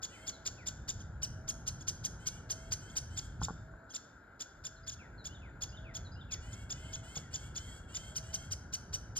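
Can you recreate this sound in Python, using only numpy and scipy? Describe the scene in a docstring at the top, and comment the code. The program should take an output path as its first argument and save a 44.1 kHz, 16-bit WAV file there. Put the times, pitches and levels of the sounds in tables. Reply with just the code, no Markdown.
"""From the first second, young woodpeckers chirp in a nest tree, heard from below by a pair of ports.
Farther off one or two birds whine, a songbird sings and a low hoot repeats; the wood echoes all of these.
Wind rumbles at the ports over leaves, hiss and a distant hum, which sinks from 3 to 5 s and jumps back.
Knocks on the recorder start at 3.4 s, then the rumble drops for half a second; one more comes at 7.2 s.
Voices are bending stacks of sines with noisy breath, knocks are dying sines, and the air is shaped noise."""
import sys
import numpy as np
from scipy import signal
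from scipy.fft import rfft, irfft, next_fast_len
from scipy.io import wavfile
from scipy.ndimage import uniform_filter1d

SR = 44100
rng = np.random.default_rng(int(sys.argv[2]) if len(sys.argv) > 2 else 0)


def master_out(mix):
    """Clip the mix to full scale and print it as 16-bit PCM to the path in sys.argv[1]."""
    frames = np.transpose(np.atleast_2d(mix))
    ceiling = np.clip(frames, -1, 1)
    pcm = np.round(ceiling * 32767).astype(np.int16)
    wavfile.write(sys.argv[1], SR, pcm)


N = 405279

# Nestlings, near: (start [s], voice, length [ms], top pitch [Hz], level of the second partial [dB])
CHIRPS = [(0.0318, "high", 18.2, 3514, -39.5), (0.2778, "high", 17, 3544, -37.5),
          (0.4649, "high", 10.3, 3610, -35), (0.6729, "high", 13.4, 3620, -36.5),
          (0.8914, "high", 11.8, 3600, -35.5), (1.0026, "faint", 17, 3310, -53.5),
          (1.231, "low", 15, 3053, -32.5), (1.488, "low", 15, 3320, -32.5), (1.6776, "low", 9.8, 3233, -31),
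          (1.808, "faint", 17, 3450, -51), (1.8831, "low", 11, 3236, -30), (2.0497, "low", 11.6, 3275, -32),
          (2.2712, "low", 11.5, 3236, -31), (2.5067, "low", 14, 3270, -32), (2.7242, "low", 11, 3245, -30),
          (2.897, "faint", 18.5, 3460, -57.5), (2.9682, "low", 14.2, 3170, -31),
          (3.1772, "high", 14.2, 3594, -38.5), (3.411, "faint", 19, 3360, -54),
          (3.4351, "high", 15, 3645, -38), (3.903, "faint", 23, 3340, -53),
          (3.9479, "high", 15.3, 3600, -40), (4.4084, "high", 13.5, 3544, -40),
          (4.6518, "high", 16.7, 3603, -41), (4.8788, "high", 18, 3554, -41.5),
          (4.919, "faint", 20, 3380, -47), (5.255, "high", 17.7, 3500, -42.5),
          (5.6226, "high", 14.7, 3480, -37.5), (5.9524, "high", 18, 3470, -42),
          (6.3225, "high", 18, 3500, -38.5), (6.5296, "faint", 14, 3520, -49.5),
          (6.7077, "high", 17.7, 3540, -38.5), (6.9366, "high", 20, 3440, -41.5),
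          (7.1611, "high", 16.3, 3470, -40), (7.3427, "high", 16.5, 3545, -38),
          (7.5632, "high", 17, 3510, -39), (7.9528, "high", 17.5, 3585, -38.5),
          (8.1628, "low", 17, 3135, -33.5), (8.3424, "low", 12.4, 3197, -32),
          (8.5195, "low", 12, 3140, -34), (8.7375, "low", 13, 3110, -32.5),
          (8.9405, "low", 13, 3076, -32.5), (9.1675, "low", 18, 3170, -33.5)]
# The nestlings' voices: (share of the chirp spent rising, first, third and fourth partial against the
# second [dB], depth of the rise in the pitch arch, both ends against the top [dB], usual level [dB])
VOICES = {"high": (0.52, -8.5, -27, -25, .1, 0, -40), "low": (0.06, -15.5, -15, -25, 0.17, -4.5, -32),
          "faint": (0.3, -5.5, -19, -36, 0.3, -4.5, -57.5)}
# What throat and nest hole pass on: (frequency [Hz], level [dB])
BEAK = [(1800, -16), (3000, -9), (4000, -5), (5300, 1), (6300, 0), (7100, -2), (8200, -12), (9300, -14),
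        (10600, -22), (12500, -26), (14200, -24), (15600, -26)]
# Colour of the breath in the chirp: (frequency [Hz], relative level [dB])
CRACKLE = [(1800, -4.5), (3000, 0.5), (5000, 8), (6500, 7.5), (8000, -8), (10400, -14), (13000, -14),
           (15600, -8)]
# Cracked onset against the top, by voice: level [dB]
CRACK_DB = {"high": -7, "low": -8.5, "faint": -9}
# Whining birds, two at times, farther off: (start [s], length [s], start pitch [Hz], end pitch [Hz],
# level before its swell [dB], change of the partials under the sixth [dB])
WHINES = [(.08, 0.2, 439, 552, -67.5, -1), (2.18, .22, 448, 598, -69.5, -1),
          (2.53, 0.18, 476, 559, -70.5, -2.5), (2.8, 0.16, 465, 545, -68, -6),
          (3.09, 0.19, 477, 559, -66.5, -10), (6.4, 0.26, 436, 563, -67, -1),
          (6.73, 0.2, 470, 545, -68, 1.5), (6.75, 0.26, 447, 522, -68, -8),
          (7.02, 0.2, 428, 565, -63, -4.5), (7.3, .19, 430, 582, -63.5, -6.5),
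          (7.56, 0.24, 477, 567, -62, -9.5), (7.87, 0.27, 405, 565, -64, -8),
          (7.92, 0.2, 491.6, 538, -67.5, -7), (8.21, 0.27, 420, 556, -64.5, -7.5)]
# Partials of the whine: (frequency [Hz], level [dB])
WHINE_THROAT = [(1500, -24), (2150, -3), (2600, -10), (3150, 0), (3700, -17), (4400, -15), (5500, -19),
                (7500, -17), (9500, -21), (13000, -34)]
# Colour of the breath in the whine: (frequency [Hz], relative level [dB])
RASP = [(2500, -30), (4500, -32), (5800, -12), (7500, -5), (9300, -17), (10400, -47), (12500, -25.5),
        (14500, -29)]
# Songbird notes, farther off: (start [s], syllable, length [s], level at the start [dB])
SONG = [(.12, "fall", 0.089, -61.5), (.32, "slide", 0.054, -60), (.57, "fall", 0.087, -60.5),
        (4.76, "slide", .035, -68), (4.83, "tick", 0.024, -65), (4.985, "fall", 0.089, -60.5),
        (5.175, "slide", 0.063, -62), (5.29, "lift", 0.061, -62), (5.34, "drop", 0.045, -60),
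        (5.41, "fall", 0.095, -61), (5.69, "tick", 0.019, -56), (5.72, "lift", 0.052, -61),
        (5.767, "drop", .028, -57.5), (5.84, "fall", .1, -59.5), (6.045, "slide", 0.038, -57.5),
        (6.115, "tick", 0.046, -60), (6.155, "lift", 0.06, -64), (6.205, "drop", 0.032, -58.5),
        (6.285, "fall", .1, -60.5), (7.2, "low", 0.12, -69), (7.66, "low", 0.1, -68)]
# The songbird's syllables: (start pitch [Hz], end pitch [Hz])
SYLLABLES = {"fall": (2900, 1680), "slide": (4380, 3700), "lift": (2750, 3200), "drop": (3850, 3200),
             "tick": (4800, 5100), "low": (2100, 1750)}
# Hoots, farther off: (start [s], level once swollen [dB])
HOOTS = [(.14, -65.5), (1.3, -64), (2.44, -63), (3.56, -66), (4.6, -69.5), (5.7, -64.5), (6.79, -65),
         (8.1, -64)]
# Knocks at the recorder: (time [s], relative level [dB], relative thump [dB], tilt of the ring [dB/octave])
KNOCKS = [(3.416, -26.5, -2, 3.5), (3.426, -35, 7, 5), (3.484, -25, -18, 0), (3.496, -30, -12, 1),
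          (3.506, -34, 4.5, -3), (3.737, -42, -12, 5), (7.169, -34.5, 3, -11)]
# Ringing of the case: (nominal frequency [Hz], level [dB], time to fall 60 dB [s])
CASE = [(470, -14.5, 0.096), (836, 2, 0.026), (1148, 2.5, 0.02), (1472, -3, 0.036)]
# Thump of the hand-held body: (nominal frequency [Hz], level [dB], time to fall 60 dB [s])
THUMP = [(67.6, 5, 0.029), (167, -4, 0.12), (280, -25, 0.082)]
# Echo of the trees: (frequency [Hz], time to fall 60 dB [s])
WOOD = [(500, 1), (3000, 0.69), (7000, 0.49), (14000, 0.38)]
# Wind at the ports: (time [s], rumble level [dB])
WIND = [(0.0, -57.5), (0.2, -57.5), (0.6, -48), (1.1, -46), (1.7, -46.5), (2.5, -48.5), (3.3, -45.5),
        (3.55, -43.5), (3.9, -61.5), (4.48, -61.5), (4.8, -53), (5.3, -50.5), (5.95, -46), (6.4, -48.5),
        (6.78, -45.5), (7.0, -48.5), (8.2, -48), (9.19, -47)]
# Colour of the wind rumble: (frequency [Hz], relative level per Hz [dB])
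RUMBLE = [(8.8, -36.5), (15, -22), (36, -0.5), (64, 6), (130, -4), (183, -11.5), (400, -28), (520, -55),
          (880, -120)]
# Colour of the distant hum: (frequency [Hz], relative level per Hz [dB])
HUM = [(120, -28.5), (200, -4), (466, -11), (603, -10.5), (914, -13), (1110, -20), (1190, -30),
       (1300, -23.5), (1690, -54), (2860, -120)]
# Colour of the hiss: (frequency [Hz], relative level per Hz [dB])
HISS = [(650, -31), (1100, -11.5), (1200, -10.5), (1360, 3.5), (1470, 4), (1590, 2), (1870, -15.5),
        (2200, -24), (2860, -34), (4840, -120)]
# Colour of the leaves: (frequency [Hz], relative level per Hz [dB])
LEAVES = [(1120, -15), (1900, -4), (2720, -15.5), (5130, -18), (5850, -31), (6270, -31), (7090, -5),
          (7680, -30), (10300, -36), (12700, -26.5), (15500, -53)]
# Air noise at the two ports: (frequency [Hz], share unrelated between them)
APART = [(60, 0.033), (300, 0.35), (800, 0.7), (1500, 0.43), (2100, 0.2), (15000, 0.73)]
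# Arrival at the ports: (frequency [Hz], phase by which left leads [rad])
LEAD = [(0, 0), (520, -.7), (1200, -.4), (2580, 2.2), (3960, .9), (5000, 1.4), (5700, 3), (6400, 3.75),
        (7060, 5), (7750, 6.2), (8400, 6.5), (10100, 9.4), (11100, 10.3), (11900, 12.5), (13000, 12.7),
        (14300, 15.4), (15700, 16.1)]
# Balance of the ports: (frequency [Hz], left over right [dB])
TILT = [(300, 0), (700, -2.5), (1550, 4.7), (2400, 0)]

BRIGHTEN = 0.54  # dB the first partial falls behind for each dB of extra effort
DULLED_FROM_S, DULLED_DB = 6.1, -16.5  # from then on the high voice has weaker top partials
CRACK_HZ, CRACK_MS = 2478, 2.17  # the voice breaks in on this pitch; time its level holds before the jump
CLIMB_BEND = .48  # under 1: the whine climbs fast at first, then slowly
HOOT_S, HOOT_FROM_HZ, HOOT_HZ = .32, 605, 663
HUM_DB, HISS_DB, LEAVES_DB = -60, -61.5, -75.5
HUM_SINKS_S, HUM_BACK_S, HUM_SINK_DB = 3, 5, -5.5
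BASS_CUT_HZ, EDGE_HZ = 45.5, 15750


def chirp(s, bird, length_ms, top_hz, db):
    """A near nestling's pitch arch: a cracked, noisy onset, a clean top, and a steep rough drop."""
    rising, first_db, third_db, fourth_db, climb, fade_db, usual_db = VOICES[bird]
    if bird == "high" and s > DULLED_FROM_S:
        third_db, fourth_db = third_db + DULLED_DB, fourth_db + DULLED_DB
    rise_ms, fall_ms = rising * length_ms, (1 - rising) * length_ms
    lead_ms, drop_ms = 18, 18
    t = np.arange(-lead_ms, rise_ms + fall_ms + drop_ms, 1000 / SR)  # ms
    early, late = np.maximum(-t, 0), np.maximum(t - rise_ms - fall_ms, 0)
    fallen = np.clip((t - rise_ms) / fall_ms, 0, None)

    arch = climb * np.clip(1 - t / rise_ms, 0, 1) ** 3.18 + .12 * fallen ** 3.0
    hz = top_hz * (1 - 0.6 * np.tanh(arch / .48))
    cracked = uniform_filter1d(1. * (t < 0), size=50)
    hz = hz + cracked * (CRACK_HZ - hz)
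    outside = np.clip(early / 2.4 + late / 3.2, 0, 1)  # the folds lose their regular beat
    hz = hz * (1 + (0.0079 + 0.043 * outside) * wobble(len(t), size=14))

    at_top = [first_db - BRIGHTEN * (db - usual_db), 0, third_db, fourth_db, fourth_db - 3.0]
    levels = []
    for k, level in enumerate(at_top, 1):
        passed_db = read(BEAK, k * hz) - read(BEAK, k * top_hz)
        levels.append(level + passed_db - 90 * (k * hz > EDGE_HZ))

    fade = fade_db * np.clip(np.maximum(fallen, 1 - t / rise_ms), 0, 1) ** 2
    tone_db = fade + cracked * CRACK_DB[bird]
    tone_db = tone_db - 6 * np.maximum(early - CRACK_MS, 0) - 2.2 * late
    tone_db = tone_db + (.9 + 2.2 * outside) * wobble(len(t), size=40)
    breath_db = -13 + 11 * outside - 1.3 * early - 1.4 * late + 2.5 * wobble(len(t), size=30)
    tone = gain_of(tone_db) * partials(hz, levels)
    breath = gain_of(breath_db + fade) * coloured(len(t), CRACKLE)
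    return s - lead_ms / 1000, gain_of(db) * (tone + breath) * signal.windows.tukey(len(t), .3)


def whine(s, length, from_hz, to_hz, db, low_db):
    """A rising nasal stack of partials with grainy breath puffing through on each cycle."""
    u = np.linspace(0, 1, round(length * SR))
    hz = from_hz + (to_hz - from_hz) * u ** CLIMB_BEND
    hz = hz * (1 + 0.0048 * wobble(len(u), size=120) + 0.00595 * wobble(len(u), size=1200))
    levels = []
    for k in range(1, 24):
        level = read(WHINE_THROAT, k * hz) + low_db * (k < 6) - 3.9 * (k == 7)
        levels.append(level + 2.2 * wobble(len(u), size=600))
    puffs = 1 + 0.49 * np.cos(2 * np.pi * np.cumsum(hz) / SR)
    grain = gain_of(12.0 + 1.9 * wobble(len(u), size=300))
    voice = partials(hz, levels) + puffs * grain * coloured(len(u), RASP)
    swell = gain_of(db + 1.4 * (u + 1.5))
    return s, swell * voice * signal.windows.tukey(len(u), .25)


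def note(s, syllable, length, db):
    """One gliding songbird whistle, a single sine that fades unevenly as it goes."""
    hz = np.geomspace(*SYLLABLES[syllable], round(length * SR))
    level = db - np.linspace(0, 5, len(hz)) + 3.2 * wobble(len(hz), size=100)
    return s, partials(hz, [level]) * signal.windows.tukey(len(hz), .4)


def hoot(s, db):
    """A soft low tone, a single sine that slides up to its pitch and swells."""
    u = np.linspace(0, 1, round(HOOT_S * SR))
    hz = HOOT_HZ + (HOOT_FROM_HZ - HOOT_HZ) * np.exp(-u / .3)
    return s, partials(hz, [db - 4 * (1 - u) ** 2]) * signal.windows.tukey(len(u), .25)


def knock(s, db, thump_db, tilt_db):
    """A soft blow rings the recorder's case over a low thump, both as dying sines."""
    t = np.arange(6000) / SR
    case, thump = ring(t, CASE), ring(t, THUMP)
    onset = np.sin(np.pi / 2 * np.minimum(t / 0.0018, 1)) ** 2
    blow = onset * signal.windows.tukey(2 * len(t), .5)[len(t):]
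    return s - .0005, gain_of(db - 8.5) * blow * (tilted(case, tilt_db) + gain_of(thump_db + 5.0) * thump)


def ring(t, modes):
    """Sums dying sines, each a little off its nominal pitch and at a random phase."""
    total = 0
    for hz, level, t60 in modes:
        turns = hz * rng.uniform(0.91, 1.014) * t
        total = total + gain_of(level - 60 * t / t60) * np.sin(2 * np.pi * (turns + rng.random()))
    return total


def tilted(x, tilt_db):
    """Leans a spectrum about 800 Hz, by dB per octave between 300 and 2000 Hz."""
    hz = np.clip(np.fft.rfftfreq(len(x), 1 / SR), 300, 2000)
    return irfft(rfft(x) * gain_of(tilt_db * np.log2(hz / 800)), len(x))


def wood(x, apart=.6):
    """Sparse echoes of random sign from trunks and ground, each band dying at its own speed."""
    taps = np.zeros((2, SR))
    at = np.arange(500, SR - 20, 20) + rng.integers(0, 20, (2, (SR - 501) // 20))
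    np.put_along_axis(taps, at, rng.choice([-1., 1.], at.shape), 1)
    taps[1] = np.sqrt(1 - apart ** 2) * taps[0] + apart * taps[1]
    hz, t, z = signal.stft(taps, SR, nperseg=256)
    fade = gain_of(-60 * t / read(WOOD, hz)[:, None])
    fade = fade + gain_of(14.5 - 60 * t / 0.05)  # near branches answer first
    tail = signal.istft(z * fade, SR, nperseg=256)[1]
    return signal.fftconvolve(x[None], tail / np.linalg.norm(tail[0]), axes=1)[:, :N]


def air():
    """Rumble, hum, hiss and leaves: random short-time spectra with their own levels and shared swells."""
    frames, hz = N // 256 + 5, np.fft.rfftfreq(1024, 1 / SR)
    a, b, c, d, patches = rng.standard_normal((frames, 513, 5)).T  # each (frequency, frame)
    patches = uniform_filter1d(uniform_filter1d(patches, 6, 0), 10, 1)
    patches = patches / patches.std()
    t = np.arange(frames) * 256 / SR
    layers = [(RUMBLE, np.interp(t, *np.transpose(WIND)), 1.44),  # (colour, level [dB], patchiness [dB])
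              (HUM, HUM_DB + hum_sink(t), 0.67),
              (HISS, HISS_DB, 0.35),
              (LEAVES, LEAVES_DB, 2.7)]
    power = 0
    for shape, db, patchy_db in layers:
        colour = gain_of(read(shape, hz)) ** 2
        swell_db = db + patchy_db * patches
        power = power + (colour / colour.sum())[:, None] * gain_of(swell_db) ** 2
    apart = np.clip(read(APART, hz), 0, 1)[:, None]
    left = a + 1j * b
    right = np.sqrt(1 - apart ** 2) * left + apart * (c + 1j * d)
    z = np.sqrt(power) * np.array([left, right])
    return np.sqrt(3 / 2) * signal.istft(z, nperseg=1024, noverlap=768)[1][:, :N]


def hum_sink(t):
    """The hum's level sinks steadily in dB, then jumps back at once."""
    sinking = (t >= HUM_SINKS_S) & (t < HUM_BACK_S)
    return sinking * HUM_SINK_DB * (t - HUM_SINKS_S) / (HUM_BACK_S - HUM_SINKS_S)


def gain_of(db):
    """Decibels to gain."""
    return 10 ** (np.asarray(db) / 20)


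def read(points, hz):
    """Reads a table on a log-frequency axis."""
    f, value = np.transpose(points)
    return np.interp(np.log(hz + 1), np.log(f + 1), value)


def wobble(count, size):
    """Smooth chance of standard deviation 1."""
    x = uniform_filter1d(uniform_filter1d(rng.standard_normal(count), size), size)
    return x / x.std()


def partials(hz, levels_db):
    """Harmonic sines on a pitch curve; 0 dB gives each partial rms 1."""
    turns = 2 * np.pi * np.cumsum(hz) / SR
    return sum(np.sqrt(2) * gain_of(db) * np.sin(k * turns) for k, db in enumerate(levels_db, 1))


def coloured(count, shape):
    """Noise whose spectrum follows a table; 0 dB everywhere gives rms 1."""
    colour = gain_of(read(shape, np.fft.rfftfreq(count, 1 / SR)))
    return irfft(rfft(rng.standard_normal(count)) * colour, count)


def add(mix, s, sound):
    """Mixes a sound in at time s."""
    part = mix[round(s * SR):][:len(sound)]
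    part += sound[:len(part)]


def play(rows, source):
    """Plays every row of a table through its source."""
    mix = np.zeros(N)
    for row in rows:
        add(mix, *source(*row))
    return mix


def scene():
    """Near chirps, farther birds, their echo in the wood, knocks at the recorder, and air."""
    chirps, whines = play(CHIRPS, chirp), play(WHINES, whine)
    song, hoots = play(SONG, note), play(HOOTS, hoot)
    # the near chirps excite the wood least for their level
    to_wood = gain_of(-13.0) * chirps + gain_of(-3) * whines + gain_of(-6) * song + gain_of(-12) * hoots
    return chirps + whines + song + hoots + wood(to_wood) + play(KNOCKS, knock) + air()


def record(dry):
    """The two ports differ in arrival and level by frequency; then the bass cut and the band limit."""
    size = next_fast_len(N + 4096)
    hz = np.fft.rfftfreq(size, 1 / SR)
    # each port takes half of the difference
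    half = gain_of(read(TILT, hz) / 2) * np.exp(.5j * np.interp(hz, *np.transpose(LEAD)))
    ports = irfft(rfft(dry, size) * np.array([half, 1 / half]), size)[:, :N]
    bass_cut = signal.butter(3, BASS_CUT_HZ, "highpass", fs=SR, output="sos")
    band_limit = signal.firwin(511, EDGE_HZ, window=("kaiser", 9), fs=SR)
    return signal.oaconvolve(signal.sosfilt(bass_cut, ports), band_limit[None], "same")


dry = scene()
out = record(dry)
master_out(out)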